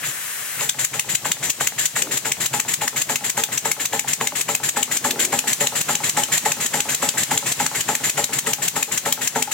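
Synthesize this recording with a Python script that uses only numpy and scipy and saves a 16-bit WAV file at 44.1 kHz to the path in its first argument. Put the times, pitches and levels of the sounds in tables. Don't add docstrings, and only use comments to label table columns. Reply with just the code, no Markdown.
import sys
import numpy as np
from scipy import signal
from scipy.fft import rfft, irfft, next_fast_len
from scipy.io import wavfile
from scipy.ndimage import map_coordinates

SR = 44100
rng = np.random.default_rng(int(sys.argv[2]) if len(sys.argv) > 2 else 0)


def master(y):
    cut = np.clip(np.atleast_2d(y).T, -1, 1)
    pcm = np.round(cut * 32767)
    wavfile.write(sys.argv[1], SR, pcm.astype(np.int16))


N = 420273
T = np.arange(N) / SR
CUTOFF_HZ = 15900
FACING_PIPE_DB = 4

# puff level in dB, puff fade in dB per second, spit level
# in dB, half the spit's length in turns, squeak share in dB, spray share in dB.
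CYLINDER_ENDS = [(-21.5, 174, -10, 0.0082, -5, -8.5), (-20.5, 149, -12.2, 0.014, -11, -10)]
# opening time in seconds, shutting time in seconds, puff level in dB.
TWITCH = (0.022, 0.117, -24)


def from_db(db):
    return 10 ** (np.asarray(db) / 20)


def rms_one(x):
    return x / np.sqrt(np.mean(x ** 2) + 1e-20)


def level(rows):
    return from_db(np.interp(T, *np.transpose(rows)))


def cut(x, hz, kind, order=2):
    return signal.sosfilt(signal.butter(order, min(hz, .45 * SR), kind, fs=SR, output="sos"), x)


def wander(hz, count=N):
    return rms_one(cut(rng.standard_normal(count), hz, "low"))


def noise(colour):
    hz, db = np.transpose(colour)
    size = next_fast_len(N)
    f = np.maximum(np.fft.rfftfreq(size, 1 / SR), 1)
    gain = from_db(np.interp(np.log(f), np.log(hz), db)) * np.minimum(f / hz[0], 1) ** 2
    return rms_one(irfft(rfft(rng.standard_normal(size)) * gain, size)[:N])


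def flutter(rate_hz, depth_db):
    return rms_one(from_db(depth_db * wander(rate_hz)))


def gate(t, start, end, rise, fall):
    opening = np.sin(np.pi / 2 * np.clip((t - start) / rise, 0, 1)) ** 2
    return opening * np.exp(-np.maximum(t - end, 0) / fall)


def around(s):
    return slice(max(int((s - .05) * SR), 0), int((s + .25) * SR))


def jet(colour, likeness):
    shared = np.sqrt(likeness) * noise(colour)
    return shared + np.sqrt(1 - likeness) * np.array([noise(colour), noise(colour)])


def stalled_hiss():
    # time in seconds, level in dB.
    loudness = [(0, -32.5), (.1, -29), (.65, -28), (.73, -59)]
    # frequency in Hz, strength in dB.
    colour = [(130, -12.5), (900, -5.5), (1700, 4.5), (2600, -1), (4500, -10.5), (7500, 1), (14500, -3)]
    return level(loudness) * jet(colour, likeness=0.51)


def seal_leak():
    # time in seconds, level in dB.
    loudness = [(.6, -35.5), (2, -35), (4.5, -36), (5.8, -31.5), (7.8, -31), (8.6, -35)]
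    # frequency in Hz, strength in dB.
    colour = [(60, -33), (130, 0.5), (300, -6), (1100, -2), (1900, 5), (5000, 2), (7300, 8.5), (9800, 0),
              (14500, -1)]
    return level(loudness) * jet(colour, likeness=0.19)


def speed(s):
    # time in seconds, turns per second.
    speeds = [(0.52, 0.0), (0.72, 3.29), (0.95, 3.38), (1.25, 2.99), (1.42, 2.66), (1.6, 2.98), (1.8, 2.61),
              (2.0, 3.2), (2.4, 3.58), (3.2, 3.58), (4.2, 3.6), (6.0, 3.54), (8.0, 3.46), (9.5, 3.32)]
    return np.interp(s, *np.transpose(speeds))


def at_turn(turns, first_shut_s=.696):
    t = np.arange(N + SR) / SR
    angle = np.cumsum(speed(t)) / SR
    return np.interp(turns + np.interp(first_shut_s, t, angle), angle, t)


def port_timing(end, turn_count=31, lever_shift_s=2.1):
    valve = [(0, .225, .262), (.503, .22, .23)]
    shuts_at, open_before, open_after = valve[end]
    shuts = np.arange(turn_count) + shuts_at
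    return shuts - np.where(at_turn(shuts) < lever_shift_s, open_before, open_after), shuts


def exhaust_strokes():
    return [(end, opens, shuts) for end in (0, 1)
            for opens, shuts in zip(*map(at_turn, port_timing(end)))]


def opening_s(opens, turns):
    return turns / max(speed(opens), 1)


def wetness_db(s, cold_db=2.5, drying_s=1.18):
    return cold_db * np.exp(-s / drying_s)


def swivel(s):
    # time in seconds, share from 0 to 1.
    facing = [(4.7, 0.34), (5.7, 0.86), (8, 0.97), (8.7, 0.16)]
    return np.interp(s, *np.transpose(facing))


def sliding(strokes, lead_s=0.036, idle_db=-11, thrum_hz=136):
    # time in seconds, level in dB at full push.
    rumble_levels = [(.1, -44), (.2, -48), (.55, -44), (1.4, -35.5), (1.8, -42), (2.3, -38), (4.5, -38.5),
                     (6, -34.5), (8, -35), (9.53, -39)]
    thrum_levels = [(.5, -49.5), (1.4, -43.5), (5, -52)]
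    # frequency in Hz, strength in dB.
    rumble_colour = [(45, -30), (75, -16), (102, -5.5), (135, 2), (190, -2), (450, -5.5), (1100, -8.5),
                     (2000, -20)]
    push = np.full(N, from_db(idle_db))
    for opens, shuts in [row[1:] for row in strokes] + [TWITCH[:2]]:
        near = around(opens)
        push[near] += gate(T[near], opens - lead_s, shuts, rise=0.045, fall=0.002)
    thrum = rms_one(np.sin(2 * np.pi * thrum_hz * T) * wander(thrum_hz / 6))
    return push * (level(rumble_levels) * noise(rumble_colour) + level(thrum_levels) * thrum)


def barks(strokes, bark_db=-31, hold_s=0.0038):
    rush = np.zeros(N)
    for opens in [row[1] for row in strokes] + [TWITCH[0]]:
        near, rise = around(opens), opening_s(opens, turns=0.018)
        db = bark_db + wetness_db(opens) + FACING_PIPE_DB * swivel(opens)
        rush[near] += from_db(db) * gate(T[near], opens, opens + rise + hold_s, rise, fall=.017)
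    bright = cut(rng.standard_normal(N), 1400, "high", order=4)
    return rush * rms_one(cut(bright, 2500, "low", order=4))


def whistle(strokes, centre_hz, spread, width_hz):
    puff = np.searchsorted(sorted(opens for _, opens, _ in strokes), T)
    pitch = centre_hz * np.exp(spread * rng.standard_normal(len(strokes) + 1))[puff]
    return rms_one(np.sin(2 * np.pi * np.cumsum(pitch) / SR) * wander(width_hz))


def puffs(strokes, trim_db=-1, pipe_db=-16, port_db=-9, facing_db=3, spread_db=1.36, wet_loss=0.76):
    # frequency in Hz, strength in dB.
    colour = [(400, -8), (1100, -11), (1850, 1), (2600, 0.5), (3600, -1), (5000, -4.5), (6200, -0.5),
              (7300, 11), (8300, 0), (9800, -6.5), (11700, -1), (14800, -8.5)]
    jets = [(*TWITCH, CYLINDER_ENDS[1][1])]
    for end, opens, shuts in strokes:
        db, fade = CYLINDER_ENDS[end][:2]
        db += facing_db * swivel(opens) - wet_loss * wetness_db(opens)
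        jets.append((opens, shuts, db + spread_db * rng.standard_normal(), fade))
    flow = np.zeros(N)
    for opens, shuts, db, fade in jets:
        near, rise = around(opens), opening_s(opens, turns=0.045)
        emptying = from_db(db + trim_db - fade * np.maximum(T[near] - opens - rise, 0))
        flow[near] += emptying * gate(T[near], opens, shuts, rise, fall=.005)
    pipe_gain = from_db(pipe_db + FACING_PIPE_DB * swivel(T))
    pipe = pipe_gain * whistle(strokes, centre_hz=1850, spread=.05, width_hz=210)
    port = from_db(port_db) * whistle(strokes, centre_hz=7440, spread=0.079, width_hz=94)
    return flow * (jet(colour, likeness=0.2) + pipe + port) * flutter(rate_hz=70, depth_db=-0.87)


def rod_blows(lag_turns=.037, rebound_s=.048, spread_db=2, light_crack_db=-13, light_ring_db=-12):
    # time in seconds, crack strength in dB, ring strength in dB.
    heavy_force = [(.6, -25.5, -33.5), (1.251, -19, -36), (1.96, -18, -36), (2.25, -20, -31),
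                   (2.8, -28, -28.5), (3.1, -22.5, -27.5), (5, -23.5, -26), (5.6, -21, -23.5),
                   (8, -24.5, -23.5), (8.75, -28, -27), (9.35, -24.5, -22.5)]
    s, crack, ring = np.transpose(heavy_force)
    opens, shuts = port_timing(end=0)
    heavy, light = at_turn(opens + lag_turns), at_turn(shuts) + rebound_s
    crack = np.interp(heavy, s, crack) + spread_db * rng.standard_normal(len(heavy))
    ring = np.interp(heavy, s, ring)
    return [*zip(heavy, crack, ring), *zip(light, crack + light_crack_db, ring + light_ring_db)]


def bending_wave(t, top_hz=1700, low_hz=130, sweep_s=0.00496):
    t = np.maximum(t, 0)
    ragged = np.exp(wander(700, len(t)) / 3)
    hz = (low_hz + (top_hz - low_hz) * np.exp(-t / sweep_s)) * ragged
    return np.sin(2 * np.pi * np.cumsum(hz * (t > 0)) / SR)


def plate(force):
    # frequency in Hz, relative level in dB, seconds to fade by 60 dB.
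    notes = [(99, -43, 0.47), (128, -49, 0.25), (166, -11.5, 0.31), (263.4, -6.5, 0.26), (246, -3, 0.21),
             (419.7, -16, 0.18), (449.5, 0, 0.1), (568.4, 2, 0.08), (729, -3.5, 0.039), (823.4, 7.5, 0.056),
             (880, -29, 0.2), (864, -5.5, 0.22), (1020, -48, 0.14), (1278, 0, 0.061)]
    out = np.zeros(N)
    for hz, db, fade_s in notes:
        decay, step = from_db(-60 / (fade_s * SR)), 2 * np.pi * hz / SR
        ringing = signal.lfilter([1, 0, -1], [1, -2 * decay * np.cos(step), decay ** 2], force + 1e-18)
        out += from_db(db) * rms_one(ringing)
    return rms_one(out) * np.std(force)


def knocks(crack_db=6, crack_s=0.0036, thud_s=0.0016, hit_db=28, chatter_db=4.5, chatter_s=0.023):
    cracks, chatter, hits = np.zeros((3, N))
    for s, crack, ring in rod_blows():
        near = around(s)
        t = T[near] - s
        stretch = np.exp(rng.standard_normal() / 10)
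        snap = from_db(crack + crack_db) * np.exp(-abs(t) / crack_s)
        thud = from_db(ring) * np.exp(-abs(t) / thud_s)
        cracks[near] += bending_wave(t * stretch) * (snap + thud)
        hits[int((s + crack_s / 2) * SR)] += from_db(ring + hit_db)
        chatter[near] += from_db(ring + chatter_db) * gate(t, 0, crack_s, crack_s, chatter_s)
    ringing = cut(plate(hits + chatter * rng.standard_normal(N)), 1480, "low")
    return cut(cracks + ringing, 140, "high", order=3)


def spits(strokes, squeak_hz=2543, glide_per_s=45, lead_s=.0012,
          burst_db=-2.26, tail_db=-14, facing_db=-0.5):
    # frequency in Hz, strength in dB.
    burst_colour = [(400, -40), (1100, -21), (2600, -10), (3600, -12), (5000, -14), (6200, -5), (7200, 0),
                    (8300, -7), (10000, -17), (14500, -14)]
    burst, squeak, spray = np.zeros((3, N))
    for end, _, shuts in strokes:
        spit_db, width_turns, squeak_db, spray_db = CYLINDER_ENDS[end][2:]
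        near = around(shuts)
        t, width = T[near] - shuts, width_turns / speed(shuts)
        db = spit_db + facing_db * swivel(shuts)
        tail = from_db(tail_db) * gate(t, 0, width, width, fall=0.011)
        burst[near] += from_db(db + burst_db) * (np.exp(-(t / width) ** 2) + tail)
        hz = squeak_hz * np.exp(.14 * rng.standard_normal())
        glide = glide_per_s * np.clip(t + lead_s, -2 * width, 2 * width)
        pitch = hz * np.exp(glide + .22 * wander(1200, len(t)))
        wet = from_db(db + wetness_db(shuts)) * np.exp(-((t + lead_s) / width) ** 2)
        squeak[near] += from_db(squeak_db) * wet * np.sin(2 * np.pi * np.cumsum(pitch) / SR)
        spray[near] += from_db(spray_db) * wet
    crackle = rng.standard_normal(N) * flutter(rate_hz=830, depth_db=8)
    droplets = rms_one(cut(cut(crackle, 10500, "high"), CUTOFF_HZ, "low"))
    return burst * jet(burst_colour, likeness=0.24) + squeak + spray * droplets


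def rubbing():
    # middle in seconds, half the length in seconds, level in dB.
    rubs = [(2.082, 0.1, -36), (5.182, 0.16, -33.5)]
    # frequency in Hz, strength in dB.
    colour = [(150, -9), (385, 3), (1500, -22)]
    return sum(from_db(db) * np.exp(-((T - s) / half) ** 4) for s, half, db in rubs) * noise(colour)


def room(x, leftward, tail_db, left_db, lead_s=.00006, fade_s=0.13):
    t, out = T[:SR // 2], []
    for sound, side in zip(np.broadcast_to(x, (2, N)), (.5, -.5)):
        tail = rms_one(rng.standard_normal(len(t)) * from_db(-60 * t / fade_s)) / np.sqrt(len(t))
        direct = map_coordinates(sound, [np.arange(N) + side * leftward * lead_s * SR], order=3)
        echoes = signal.fftconvolve(sound, cut(tail, 740, "high", order=1))[:N]
        out.append(from_db(side * leftward * left_db) * (direct + from_db(tail_db) * echoes))
    return np.array(out)


def scene():
    left_shares = (0.82, 0.49)
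    leftward = np.interp(swivel(T), [0, 1], left_shares)
    strokes = exhaust_strokes()
    steam = stalled_hiss() + seal_leak() + barks(strokes) + puffs(strokes) + spits(strokes)
    body = sliding(strokes) + knocks() + rubbing()
    return room(steam, leftward, tail_db=-6.5, left_db=5.5) + room(body, leftward, tail_db=-10, left_db=1)


def record(dry):
    treble_cut = signal.ellip(10, .1, 70, CUTOFF_HZ, fs=SR, output="sos")
    return signal.sosfilt(treble_cut, np.clip(dry, -1, 1))


dry = scene()
out = record(dry)
master(out)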